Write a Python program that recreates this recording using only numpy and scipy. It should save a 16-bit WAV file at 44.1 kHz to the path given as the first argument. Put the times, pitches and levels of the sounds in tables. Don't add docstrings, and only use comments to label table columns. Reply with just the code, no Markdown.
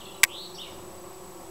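import sys
import numpy as np
from scipy import signal
from scipy.fft import rfft, irfft
from scipy.io import wavfile
from scipy.ndimage import uniform_filter1d

SR = 44100
rng = np.random.default_rng(int(sys.argv[2]) if len(sys.argv) > 2 else 0)


def store_pcm(level_fs):
    pcm = np.round(np.clip(level_fs, -1, 1) * 32767).astype(np.int16)
    wavfile.write(sys.argv[1], SR, np.atleast_2d(pcm).T)


def amplitude_ratio(level_db):
    exponent = np.asarray(level_db, float) / 20
    return 10 ** exponent


N = 66150
T = np.arange(N) / SR


def level(x, db):
    return x * amplitude_ratio(db) / np.sqrt(np.mean(x ** 2))


def walk(rate_hz):
    hold = int(SR / rate_hz)
    steps = np.repeat(rng.standard_normal(N // hold + 1), hold)
    return 1.3 * uniform_filter1d(uniform_filter1d(steps, hold), hold)[:N]


def fall(t, t60):
    return np.exp(-np.log(1000) * t / t60)


def bees(count=22):
    # [multiple, level/dB]
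    wing_orders = [(1, -11.5), (2, -1), (3, -8), (4, -10.5), (5, -10.5), (6, -10.5), (7, -15.5), (8, -36.5),
                   (9, -28.5)]
    # [t/s, level/dB]
    swarm_swell = [(0, -2), (.15, 0), (.35, 1.5), (.45, -1), (.6, -1), (.75, 1), (.88, -2.5), (1.0, -0.5),
                   (1.07, 1.5), (1.2, -1), (1.28, 0), (1.34, 0.5), (1.42, 3), (1.5, -1.5)]
    wing_hz, spread_hz, drift_share = 181.9, 8.5, .012
    swell_db, swarm_db = 3, -46
    cycle = np.arange(1024) / 1024
    swarm = 0
    for place in np.linspace(-1.7, 1.7, count):
        phases = rng.random(len(wing_orders))
        wingbeat = 0
        for (order, db), phase in zip(wing_orders, phases):
            wingbeat = wingbeat + amplitude_ratio(db) * np.sin(2 * np.pi * (order * cycle + phase))
        drift = 1 + drift_share * walk(4) + 0.00596 * walk(40.18)
        hz = (wing_hz + spread_hz * place) * drift
        bee = np.interp(np.cumsum(hz) / SR % 1, cycle, wingbeat, period=1)
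        swarm = swarm + amplitude_ratio(swell_db * walk(3)) * bee
    return level(swarm, swarm_db) * amplitude_ratio(np.interp(T, *np.array(swarm_swell).T))


def air():
    # [f/Hz, density/dB per Hz]
    air_spectrum = np.array([(20, -2.5), (100, -0.5), (300, -3), (1000, -5.5), (1500, -13), (4000, -16),
                             (9000, -16), (15700, -21)])
    air_db, flicker_db = -49, 2
    f = np.maximum(np.fft.rfftfreq(N, 1 / SR), 1)
    tone = amplitude_ratio(np.interp(np.log(f), np.log(air_spectrum[:, 0]), air_spectrum[:, 1]))
    tone = tone * np.interp(f, (15740, 15760, 15860, 15900), (1, 1, .8, 0))
    low_share = 1 / (1 + (f / 1500) ** 2)
    low = irfft(rfft(rng.standard_normal(N)) * tone * np.sqrt(low_share), N)
    high = irfft(rfft(rng.standard_normal(N)) * tone * np.sqrt(1 - low_share), N)
    return level(low * amplitude_ratio(flicker_db * walk(12.24)) + high, air_db)


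def whines():
    whine_hz = (7867.15, 12709.6, 5900.4, 11800.7, 15734.3)
    whine_on = ((.25, .5), (.91, .28), (0, 1), (0, 1), (0, 1))
    # [on level/dB, off level/dB]
    whine_db = [(-54, -60.5), (-61, -90), (-75, -75), (-80, -80), (-81, -81)]
    frame_hz = 30.05
    out = 0
    for hz, (begin, share), (on_db, off_db) in zip(whine_hz, whine_on, whine_db):
        is_on = (T * frame_hz - begin) % 1 < share
        gate = uniform_filter1d(1. * is_on, size=30)
        on = gate * amplitude_ratio(on_db) * np.sin(2 * np.pi * hz * T)
        off = (1 - gate) * amplitude_ratio(off_db) * np.cos(2 * np.pi * hz * T)
        out = out + np.sqrt(2) * (on + off)
    return out


def whistles(rows, buzz_hz):
    bend, edge_s = 2.2, .004
    out = np.zeros(N)
    for start, length, from_hz, to_hz, db in rows:
        u = np.clip((T - start) / length, 0, 1)
        edge = np.clip(np.minimum(u, 1 - u) * length / edge_s, 0, 1)
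        hz = to_hz + (from_hz - to_hz) * (1 - u) ** bend + buzz_hz * walk(500)
        out += amplitude_ratio(db) * edge * np.sin(2 * np.pi * np.cumsum(hz) / SR)
    return out


def rising_whistle():
    # [t/s, f/Hz, level/dB]
    rise_path = [
        (0.272, 2450, -60),
        (0.298, 2900, -46),
        (0.339, 3390, -40.5),
        (.38, 3854, -39),
        (.42, 4116, -40),
        (0.458, 4157, -47),
        (0.479, 4100, -60),
        (.54, 4150, -62),
    ]
    trill_hz, trill_depth_hz = 190, 300
    s, hz, db = np.array(rise_path).T
    trill = np.sin(2 * np.pi * trill_hz * T + 0.82 * walk(60.2))
    pitch = np.interp(T, s, hz) + trill_depth_hz * trill
    loudness = amplitude_ratio(np.interp(T, s, db, left=-120, right=-120))
    return loudness * np.sin(2 * np.pi * np.cumsum(pitch) / SR)


def garden_echo():
    t60_s, sparse_db = .5, 2.5
    t = T[:SR // 2]
    scatter = rng.standard_normal(len(t)) * amplitude_ratio(sparse_db * walk(150)[:len(t)])
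    decay = fall(t, t60_s) + 0.85 * fall(t, .12)
    echo = scatter * decay * np.clip(t / 0.011, 0, 1)
    return echo / np.sqrt(np.sum(echo ** 2))


def birds():
    # [start/s, length/s, from f/Hz, to f/Hz, level/dB]
    chatter = [(.002, 0.022, 3700, 2935, -45), (.004, 0.021, 4200, 4000, -55),
               (.052, 0.016, 3600, 3210, -44.5), (.062, 0.014, 3160, 2700, -46),
               (.05, .015, 4400, 3920, -49), (.082, 0.012, 3430, 3250, -44.5),
               (.098, 0.034, 3450, 2920, -52.5), (.142, 0.012, 3800, 3650, -48),
               (.144, 0.026, 3000, 2890, -53), (.545, 0.0163, 5320, 5670, -45),
               (.546, 0.021, 4220, 5060, -46), (.562, .016, 4190, 3295, -50),
               (.566, 0.026, 5570, 5410, -51.5), (.612, 0.055, 4300, 3960, -54),
               (.63, 0.0087, 3700, 3490, -46), (.642, .03, 3400, 2838, -50)]
    # [start/s, length/s, from f/Hz, to f/Hz, level/dB]
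    arched_call = [
        (.581, .042, 2700, 3750, -39),
        (.612, .028, 3350, 2800, -42),
        (.638, .05, 2750, 2200, -54),
    ]
    # [start/s, length/s, from f/Hz, to f/Hz, level/dB]
    thin_whistles = [
        (.325, .02, 6200, 5600, -63),
        (.482, .03, 6400, 5600, -60),
        (.706, .048, 6300, 4750, -57),
        (.972, .022, 5100, 4580, -59),
        (1.127, .028, 5800, 4570, -59),
    ]
    echo_db, thin_echo_db = 1, -15
    far = rising_whistle() + whistles(chatter, 170) + whistles(arched_call, 0)
    thin = whistles(thin_whistles, 0)
    to_echo = far * amplitude_ratio(echo_db) + thin * amplitude_ratio(thin_echo_db)
    return far + thin + signal.fftconvolve(to_echo, garden_echo())[:N]


def button():
    # [start/s, body level/dB, treble level/dB, ring share]
    snaps = [
        (.2331, -2, -6, .9),
        (.2373, -2, 2, .7),
        (.2400, -11, -9, .9),
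        (.2474, -20, -23, 1.1),
    ]
    # [f/Hz, level/dB, t60/s]
    shell = [(610, -21, 0.016), (1066, -9, 0.017), (1573, -9, 0.021), (1884, -4.5, 0.021), (2100, -39, .17),
             (2217, 4.5, 0.012), (2573, -5.5, 0.015), (3600, -6, 0.0099), (4830, -4, 0.0076),
             (5780, 0, 0.0071), (6780, -5, 0.0074), (7800, 2.5, 0.01), (9540, -1.5, 0.0074),
             (12480, -12, 0.0059)]
    crack_db, crack_t60_s, scrape_s = -4, .016, .0007
    thump_db, thump_s = -32.5, 0.0018
    out, t = np.zeros(N), T[:SR // 4]
    noises = rng.standard_normal((len(snaps), len(t)))
    turns = rng.random((len(snaps), len(shell)))
    crack_band = signal.butter(3, (2500, 14500), "band", fs=SR, output="sos")
    for (start, body_db, treble_db, ring), noise, phases in zip(snaps, noises, turns):
        crack_fall = fall(t * (1 + t / .006), crack_t60_s * 1.5 * ring)
        hit = amplitude_ratio(crack_db + treble_db) * signal.sosfilt(crack_band, noise) * crack_fall
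        for (hz, db, t60), phase in zip(shell, phases):
            if hz < 3000:
                swing = amplitude_ratio(body_db) * (1 - np.exp(-t / scrape_s))
            else:
                swing = amplitude_ratio(treble_db) * np.clip(t * hz, 0, 1) / 2
            hit += amplitude_ratio(db) * swing * fall(t, t60 * ring) * np.sin(2 * np.pi * (hz * t + phase))
        i = int(start * SR)
        out[i:i + len(t)] += hit
    u = np.maximum(T - snaps[1][0], 0) / thump_s
    thump = amplitude_ratio(thump_db) * u * np.exp(1 - u)
    rumble_cut = signal.butter(2, 400, "high", fs=SR, output="sos")
    return thump + signal.sosfilt(rumble_cut, out)


def scene():
    return (bees() + air() + birds() + button())[None]


def band_limit(x):
    return signal.sosfilt(signal.butter(12, 16810, fs=SR, output="sos"), x)


def record(dry):
    clip_level, offset = .7, -.0028
    drive = dry / clip_level
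    x = clip_level * np.tanh(drive ** 3 / 3 + drive)
    f = np.fft.rfftfreq(N, 1 / SR)
    top_cut = amplitude_ratio(np.interp(f, (15700, 15800, 16800, 17000), (0, -14, -24, -90)))
    x = irfft(rfft(x) * top_cut, N)
    return band_limit(x + whines() + offset)


dry = scene()
out = record(dry)
store_pcm(out)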